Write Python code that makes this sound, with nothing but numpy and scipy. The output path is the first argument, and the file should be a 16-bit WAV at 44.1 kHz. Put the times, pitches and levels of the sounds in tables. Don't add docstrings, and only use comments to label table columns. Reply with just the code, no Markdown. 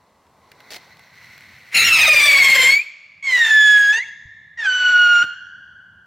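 import sys
import numpy as np
from scipy import signal
from scipy.fft import rfft, irfft, next_fast_len
from scipy.io import wavfile
from scipy.ndimage import uniform_filter1d, minimum_filter1d, map_coordinates

SR = 44100
rng = np.random.default_rng(int(sys.argv[2]) if len(sys.argv) > 2 else 0)


def output_pcm(signal):
    pcm = np.clip(np.atleast_2d(signal).T, -1, 1) * 32767
    wavfile.write(sys.argv[1], SR, np.round(pcm).astype(np.int16))


N = 267246
TIME = np.arange(N) / SR
TOP_HZ = 15900


def amp(db):
    return 10 ** (np.asarray(db) / 20)


def unit(x):
    return x / np.sqrt(np.mean(x ** 2) + 1e-20)


def along(points, hz):
    f, v = np.transpose(points)
    return np.interp(np.log(hz + 1), np.log(f + 1), v)


def curves(rows):
    s, *cols = np.transpose(rows)
    return [np.interp(TIME, s, c) for c in cols]


def since(s):
    return np.maximum(TIME - s, 0)


def between(start, end, fade=.003):
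    return np.clip(np.minimum(TIME - start, end - TIME) / fade + .5, 0, 1)


def wobble(rate):
    return map_coordinates(rng.standard_normal(int(N * rate / SR) + 4), [TIME * rate])


def filtered(x, response):
    m = next_fast_len(N + SR // 2)
    return irfft(rfft(x, m) * response(np.fft.rfftfreq(m, 1 / SR)), m)[..., :N]


# (frequency [Hz], correlation [0-1])
LIKENESS = [(100, 0.97), (1500, .99), (4000, 1), (8000, 0.17), (15000, 0.66)]


def rush(spectrum):
    def mid_side_response(hz):
        turn = np.arccos(np.clip(along(LIKENESS, hz), -1, 1)) / 2
        return amp(along(spectrum, hz)) * [np.cos(turn), np.sin(turn)]
    mid, side = filtered(rng.standard_normal((2, N)), mid_side_response)
    return unit(np.array([mid + side, mid - side]))


# (time [s], level [dB])
RUMBLE_LEVEL = [(0, -70), (.7, -64), (1.6, -60.5), (2.8, -80), (3.3, -65), (4.5, -64.5), (6.06, -62.5)]
# (frequency [Hz], relative density [dB per Hz])
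RUMBLE_COLOUR = [(20, -26.5), (45, -16.5), (80, 2.5), (125, 1), (200, -3), (400, -20), (900, -55.5)]
# (time [s], level [dB])
AIR_LEVEL = [(0, -60), (.4, -57), (.7, -53), (1.1, -58.5), (1.7, -60), (3, -69.5), (4.4, -71),
             (6.06, -67.5)]
# (frequency [Hz], relative density [dB per Hz])
AIR_SPECTRUM = [(60, -18.5), (150, -2.5), (330, -7.5), (620, -2.5), (850, -2.5), (1060, 1), (1500, -15),
                (3000, -19.5), (8000, -24.5), (16000, -34)]


def night():
    rumble_db, = curves(RUMBLE_LEVEL)
    air_db, = curves(AIR_LEVEL)
    rumble = amp(rumble_db + 2.0 * wobble(13)) * rush(RUMBLE_COLOUR)
    return rumble + amp(air_db) * rush(AIR_SPECTRUM)


# (frequency [Hz], relative density [dB per Hz])
FIZZ_COLOUR = [(710, -46.5), (1200, -24), (1520, -6.5), (1750, -16.5), (1980, -1), (2920, -30), (4130, -11),
               (4550, -16), (4860, -30), (5590, -17.5), (8820, -49), (12300, -48.5), (13500, -27),
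               (16000, -35)]
# (frequency [Hz], relative density [dB per Hz])
FLARE_SPECTRUM = [(40, -30), (200, -10.5), (700, 2), (1100, -13), (2200, 1.5), (3100, -6), (4300, 1),
                  (8000, -13), (16000, -16.5)]
FUSE_CATCH_S, FUSE_GROW_S = .4, 0.41
FLARE_S, FLARE_HOLD_S, FLARE_DB, FLARE_T60_S = .705, .062, -36, 0.046
CATCH_DB, CATCH_LEAD_S, CATCH_DB_PER_S = -28.5, 0.011, 1398


def fuse(tube_hz=2090, width_hz=280, tube_db=-48.0, fizz_db=-52, tube_growth_db=30, fizz_growth_db=18):
    launch_s = CHARGES[0][0]
    young = np.exp(-since(FUSE_CATCH_S) / FUSE_GROW_S)

    def resonance(f):
        return 1j * f * width_hz / (tube_hz ** 2 - f ** 2 + 1j * f * width_hz)
    tube = unit(filtered(rng.standard_normal(N), resonance))
    sputter = amp(1.2 * wobble(5) + 1.5 * wobble(25) + 1.5 * wobble(700))
    ringing = amp(tube_db - tube_growth_db * young) * tube
    fizz = amp(fizz_db - fizz_growth_db * young ** 3) * rush(FIZZ_COLOUR)
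    flare_db = FLARE_DB - 60 * since(FLARE_S + FLARE_HOLD_S) / FLARE_T60_S
    crackle = unit(rush(FLARE_SPECTRUM) * amp(3.4 * wobble(600)))
    flare = between(FLARE_S, launch_s) * amp(flare_db) * crackle
    catch = amp(CATCH_DB - CATCH_DB_PER_S * np.maximum(launch_s - CATCH_LEAD_S - TIME, 0)) * tube
    return between(0, launch_s) * (sputter * (ringing + fizz) + flare + catch)


# (time [s], peak level before the common trim [dB], t60 [s])
FUSE_SPARKS = [(0.2673, -53, 0.02), (0.5167, -32.5, 0.023), (0.6039, -39, 0.03), (0.7444, -24.5, 0.017),
               (0.782, -37.5, 0.012), (0.9705, -37.5, 0.012), (0.994, -36.5, 0.015), (1.3791, -29, 0.011),
               (1.408, -34.5, 0.01)]


def sparks(trim_db=-4.0):
    bursts = sum((TIME >= s) * amp(db + trim_db - 60 * np.abs(TIME - s) / t60) for s, db, t60 in FUSE_SPARKS)
    return bursts * rush([(300, -10), (2000, 10.0), (4200, 0), (8000, -11), (16000, -11.0)])


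# (frequency [Hz], t60 [s])
TREE_DECAY = [(200, 0.25), (1500, 0.77), (4000, 0.78), (6500, 0.84), (9000, 0.27), (14000, 0.29)]
# (frequency [Hz], t60 [s])
SLOPE_DECAY = [(200, 1), (1600, 3.82), (3200, 2.34), (6500, 1.9), (9000, 0.36)]


def echo(x, decay, onset, apart=0.27):
    hz, t, z = signal.stft(rng.standard_normal((2, 2 * SR)), SR, nperseg=256)
    t60 = np.maximum(along(decay, hz), .05)[:, None]
    shape = amp(-60 * t / t60) * (1 - np.exp(-(t / onset) ** 2))
    mid, side = signal.istft(z * shape, SR, nperseg=256)[1]
    tail = np.array([mid + apart * side, mid - apart * side]) / np.linalg.norm(mid)
    return signal.fftconvolve(x[None], tail, axes=1)[:, :N]


# (start [s], end [s], pitch [Hz], sag [Hz/s], sharp start [Hz], settling [s],
#                     burn-out rise [Hz], burn-out [s], tone [dB], jet [dB], swell [s], fade [s])
CHARGES = [(1.743, 2.825, 2702, 724, 206, .205, 506, .278, -7.5, -25, .002, .045),
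           (3.226, 4.035, 1808, 240, 367, .158, 506, .181, -10, -37, .045, .06),
           (4.574, 5.248, 1529, 190, 250, .063, 0, .01, -11.5, -35.5, .05, .01)]
GASP_HZ, GASP_S = 150, .014


def tube_pitch(charge):
    start, end, hz, sag, sharp_hz, settle_s, rise_hz, burnout_s = charge[:8]
    age = np.minimum(since(start), end - start)
    spent = np.minimum(since(end - burnout_s) / burnout_s, 1)
    gasp = GASP_HZ * np.exp(-np.maximum(end - TIME, 0) / GASP_S)
    return hz - sag * age + sharp_hz * np.exp(-(age / settle_s) ** 2) + rise_hz * spent ** 2 + gasp


def pressure_db(charge, swell_db, fade_db):
    start, end, *_, swell_s, fade_s = charge
    return -swell_db * np.exp(-since(start) / swell_s) - fade_db * np.exp(-np.maximum(end - TIME, 0) / fade_s)


# (start [s], end [s], roughness [0-1], period doubling [gain],
#                            period quadrupling [gain], pitch pull [share of pitch])
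UNSTEADY_SPELLS = [(1.73, 1.84, .9, 1.25, .2, -.06), (1.84, 1.95, .75, .32, .1, 0),
                   (1.95, 2.06, .9, .42, .5, 0), (2.06, 2.68, .58, .42, .5, 0),
                   (2.68, 2.75, .36, .22, .2, 0), (3.21, 3.27, .3, .45, 0, .02),
                   (3.27, 3.51, .42, .38, .1, 0), (3.928, 3.99, .4, .55, .12, 0),
                   (4.56, 4.662, .38, .5, .18, .055), (5.225, 5.26, .8, 0, 0, 0)]
CALM_ROUGH = .14


def flame():
    calm = np.array([CALM_ROUGH, 0, 0, 0])
    spells = sum(np.outer(state - calm, between(start, end, fade=.012))
                 for start, end, *state in UNSTEADY_SPELLS)
    return calm[:, None] + spells


LISTENER_HEIGHT_M, DISTANCE_M, PAD_HEIGHT_M = 1.676, 20, .83
CLIMB_M_PER_S2, SOUND_M_PER_S = 37.2, 343


def off_ground(x, share):
    height = PAD_HEIGHT_M + .5 * CLIMB_M_PER_S2 * since(CHARGES[0][0]) ** 2
    lag = 2 * LISTENER_HEIGHT_M / SOUND_M_PER_S * height / np.hypot(height, DISTANCE_M)
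    return x + share * np.array([np.interp(TIME - lag, TIME, channel) for channel in x])


# (frequency [Hz], relative density [dB per Hz])
JET_LOW = [(25, -34.5), (90, -11.5), (300, -19.5), (800, -12), (1400, -12.5), (2200, 7), (3000, -4.5),
           (4200, -7), (6000, -20), (8000, -12.5), (10000, -23.5), (13000, -11.5), (16000, -20)]
# (frequency [Hz], relative density [dB per Hz])
JET_HIGH = [(25, -23), (90, -29.5), (300, -15), (700, -6), (1200, -4.5), (2400, 3.5), (3200, -0.5),
            (4500, -5.5), (7200, -11.5), (9300, -26), (12000, -25), (16000, -29.5)]
JET_SWELL_DB, JET_FADE_DB = 20, 31
JET_ROUGH_DB = 8.5


def jet(charge, spectrum, ground, dull_db):
    start, end, *_, jet_db, _, _ = charge
    level_db = jet_db + pressure_db(charge, JET_SWELL_DB, JET_FADE_DB) + JET_ROUGH_DB * flame()[0]
    churn = amp(1.1 * wobble(90) + 1.5 * wobble(1500))
    hiss = filtered(rush(spectrum), lambda f: amp(-dull_db * f / TOP_HZ))
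    return between(start, end) * off_ground(amp(level_db) * churn * hiss, ground)


# (multiple of the pitch [-], relative level [dB])
HALF_PARTIALS = [(.5, -10), (1.5, -4.5), (2.5, -15), (3.5, -11.5), (4.5, -16.5), (5.5, -19), (6.5, -20)]
# (multiple of the pitch [-], relative level [dB])
QUARTER_PARTIALS = [(.25, -18), (.75, -11.5), (1.25, -18.5), (1.75, -15.5), (2.25, -17), (2.75, -22)]
TONE_SWELL_DB, TONE_FADE_DB = 17.5, 18
EVEN_FADE = 1


def whistle(charge, overtones, dull_db, doppler):
    start, end, *_, tone_db, _, _, _ = charge
    rough, doubling, quadrupling, pull = flame()
    hz = tube_pitch(charge) * (1 + pull)
    slack_db = pressure_db(charge, TONE_SWELL_DB, TONE_FADE_DB)
    level_db = tone_db + slack_db - 10 * np.log10(1 + 2 * doubling ** 2)
    jitter = rough * (.018 * wobble(130) + .035 * wobble(900))
    flutter = amp(rough * (2.8 * wobble(150) + 2 * wobble(800)) - 1.3 * rough ** 2)
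    phase = 2 * np.pi * np.cumsum(doppler * hz * (1 + jitter)) / SR
    fits = amp(3.5 * wobble(45) - 1)
    slip = rough * wobble(160)

    def colour(k):
        weak = slack_db * (np.clip(k * hz / 2000 - 3.6, 0, 1.2) + EVEN_FADE * (k % 2 == 0))
        return weak + 7 / (1 + ((k * hz - 6800) / 800) ** 2)

    def thin(k):
        return 16 * np.minimum(np.log2(k * hz / 1300), 0)

    def overtone(k, db):
        level = amp(db + colour(k) + 2.0 * min(k - 1, 1) * wobble(25))
        return level * np.sin(k * phase + rng.uniform(0, 2 * np.pi))

    def half(k, db):
        level = amp(db + colour(k) + thin(k) - dull_db * k + 2 * wobble(40))
        return level * np.sin(k * phase + slip + rng.uniform(0, 2 * np.pi))

    def quarter(k, db):
        return amp(db - dull_db * k) * wobble(130) * np.sin(k * phase + slip)

    tone = sum(overtone(k, db) for k, db in overtones)
    halves = sum(half(k, db) for k, db in HALF_PARTIALS)
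    quarters = sum(quarter(k, db) for k, db in QUARTER_PARTIALS)
    stutter = fits * (doubling * halves + quadrupling * quarters)
    return between(start, end) * amp(level_db) * flutter * (tone + stutter)


# (multiple of the pitch [-], relative level [dB])
FIRST_OVERTONES = [(1, 0), (2, -15), (3, -29), (4, -32), (5, -32), (6, -32), (7, -35)]
# (multiple of the pitch [-], relative level [dB])
SECOND_OVERTONES = [(1, 0), (2, -12), (3, -30), (4, -30), (5, -38), (6, -43), (7, -42), (8, -44), (9, -45)]
# (multiple of the pitch [-], relative level [dB])
THIRD_OVERTONES = [(1, 0), (2, -10), (3, -26), (4, -29.5), (5, -38), (6, -54), (7, -60), (8, -61), (9, -65),
                   (10, -68)]


def whistles(doppler):
    first, second, third = CHARGES
    return np.array([whistle(first, FIRST_OVERTONES, dull_db=0.74, doppler=doppler),
                     whistle(second, SECOND_OVERTONES, dull_db=2.7, doppler=doppler),
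                     whistle(third, THIRD_OVERTONES, dull_db=4.2, doppler=doppler)])


# (time [s], level [dB], frequency [Hz], t60 [s], treble fall [dB per octave])
DULL_THUDS = [(4.252, -37, 86.6, 0.13, 21), (5.231, -30.5, 106, 0.095, 6)]


def thuds():
    out = np.zeros(N)
    for s, db, hz, t60, fall_db in DULL_THUDS:
        age = since(s)
        boom = rush([(hz / 3, -20), (hz, 0), (hz * 2 ** 7, -7 * fall_db)])[0]
        out += amp(db - 60 * age / t60) * (1 - np.exp(-age / 0.0095)) * boom
    return out


def scene():
    launch = fuse() + sparks()
    first, second, third = CHARGES
    hiss = (jet(first, JET_LOW, ground=0.54, dull_db=6.5)
            + jet(second, JET_HIGH, ground=0.58, dull_db=-3.5)
            + jet(third, JET_HIGH, ground=0.54, dull_db=15.5))
    tones = whistles(doppler=1)
    pan_db = np.array([.7, -1.2, -.9])
    sway_db = 0.78 * wobble(7)
    panned = amp([pan_db / 2, -pan_db / 2]) @ off_ground(tones, share=0.51)
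    direct = panned * amp([sway_db / 2, -sway_db / 2])
    reach = amp([-5, 1, 2.5])
    near = reach @ tones + (launch + hiss).mean(axis=0)
    far = reach @ whistles(doppler=1.055 + .04 * wobble(70))
    slap = np.interp(TIME - .11, TIME, near)
    trees = amp(-19.5) * echo(near, TREE_DECAY, onset=0.012) + amp(-23.5) * slap
    slopes = amp(-32.5) * echo(far, SLOPE_DECAY, onset=0.058)
    return launch + direct + hiss + trees + slopes + thuds() + night()


def record(dry):
    ceiling = .72
    needed = np.minimum(1, ceiling / (np.abs(dry).max(axis=0) + 1e-9))
    gain = uniform_filter1d(minimum_filter1d(needed, size=300), size=200)
    return filtered(dry * gain, lambda hz: hz < TOP_HZ)


dry = scene()
out = record(dry)
output_pcm(out)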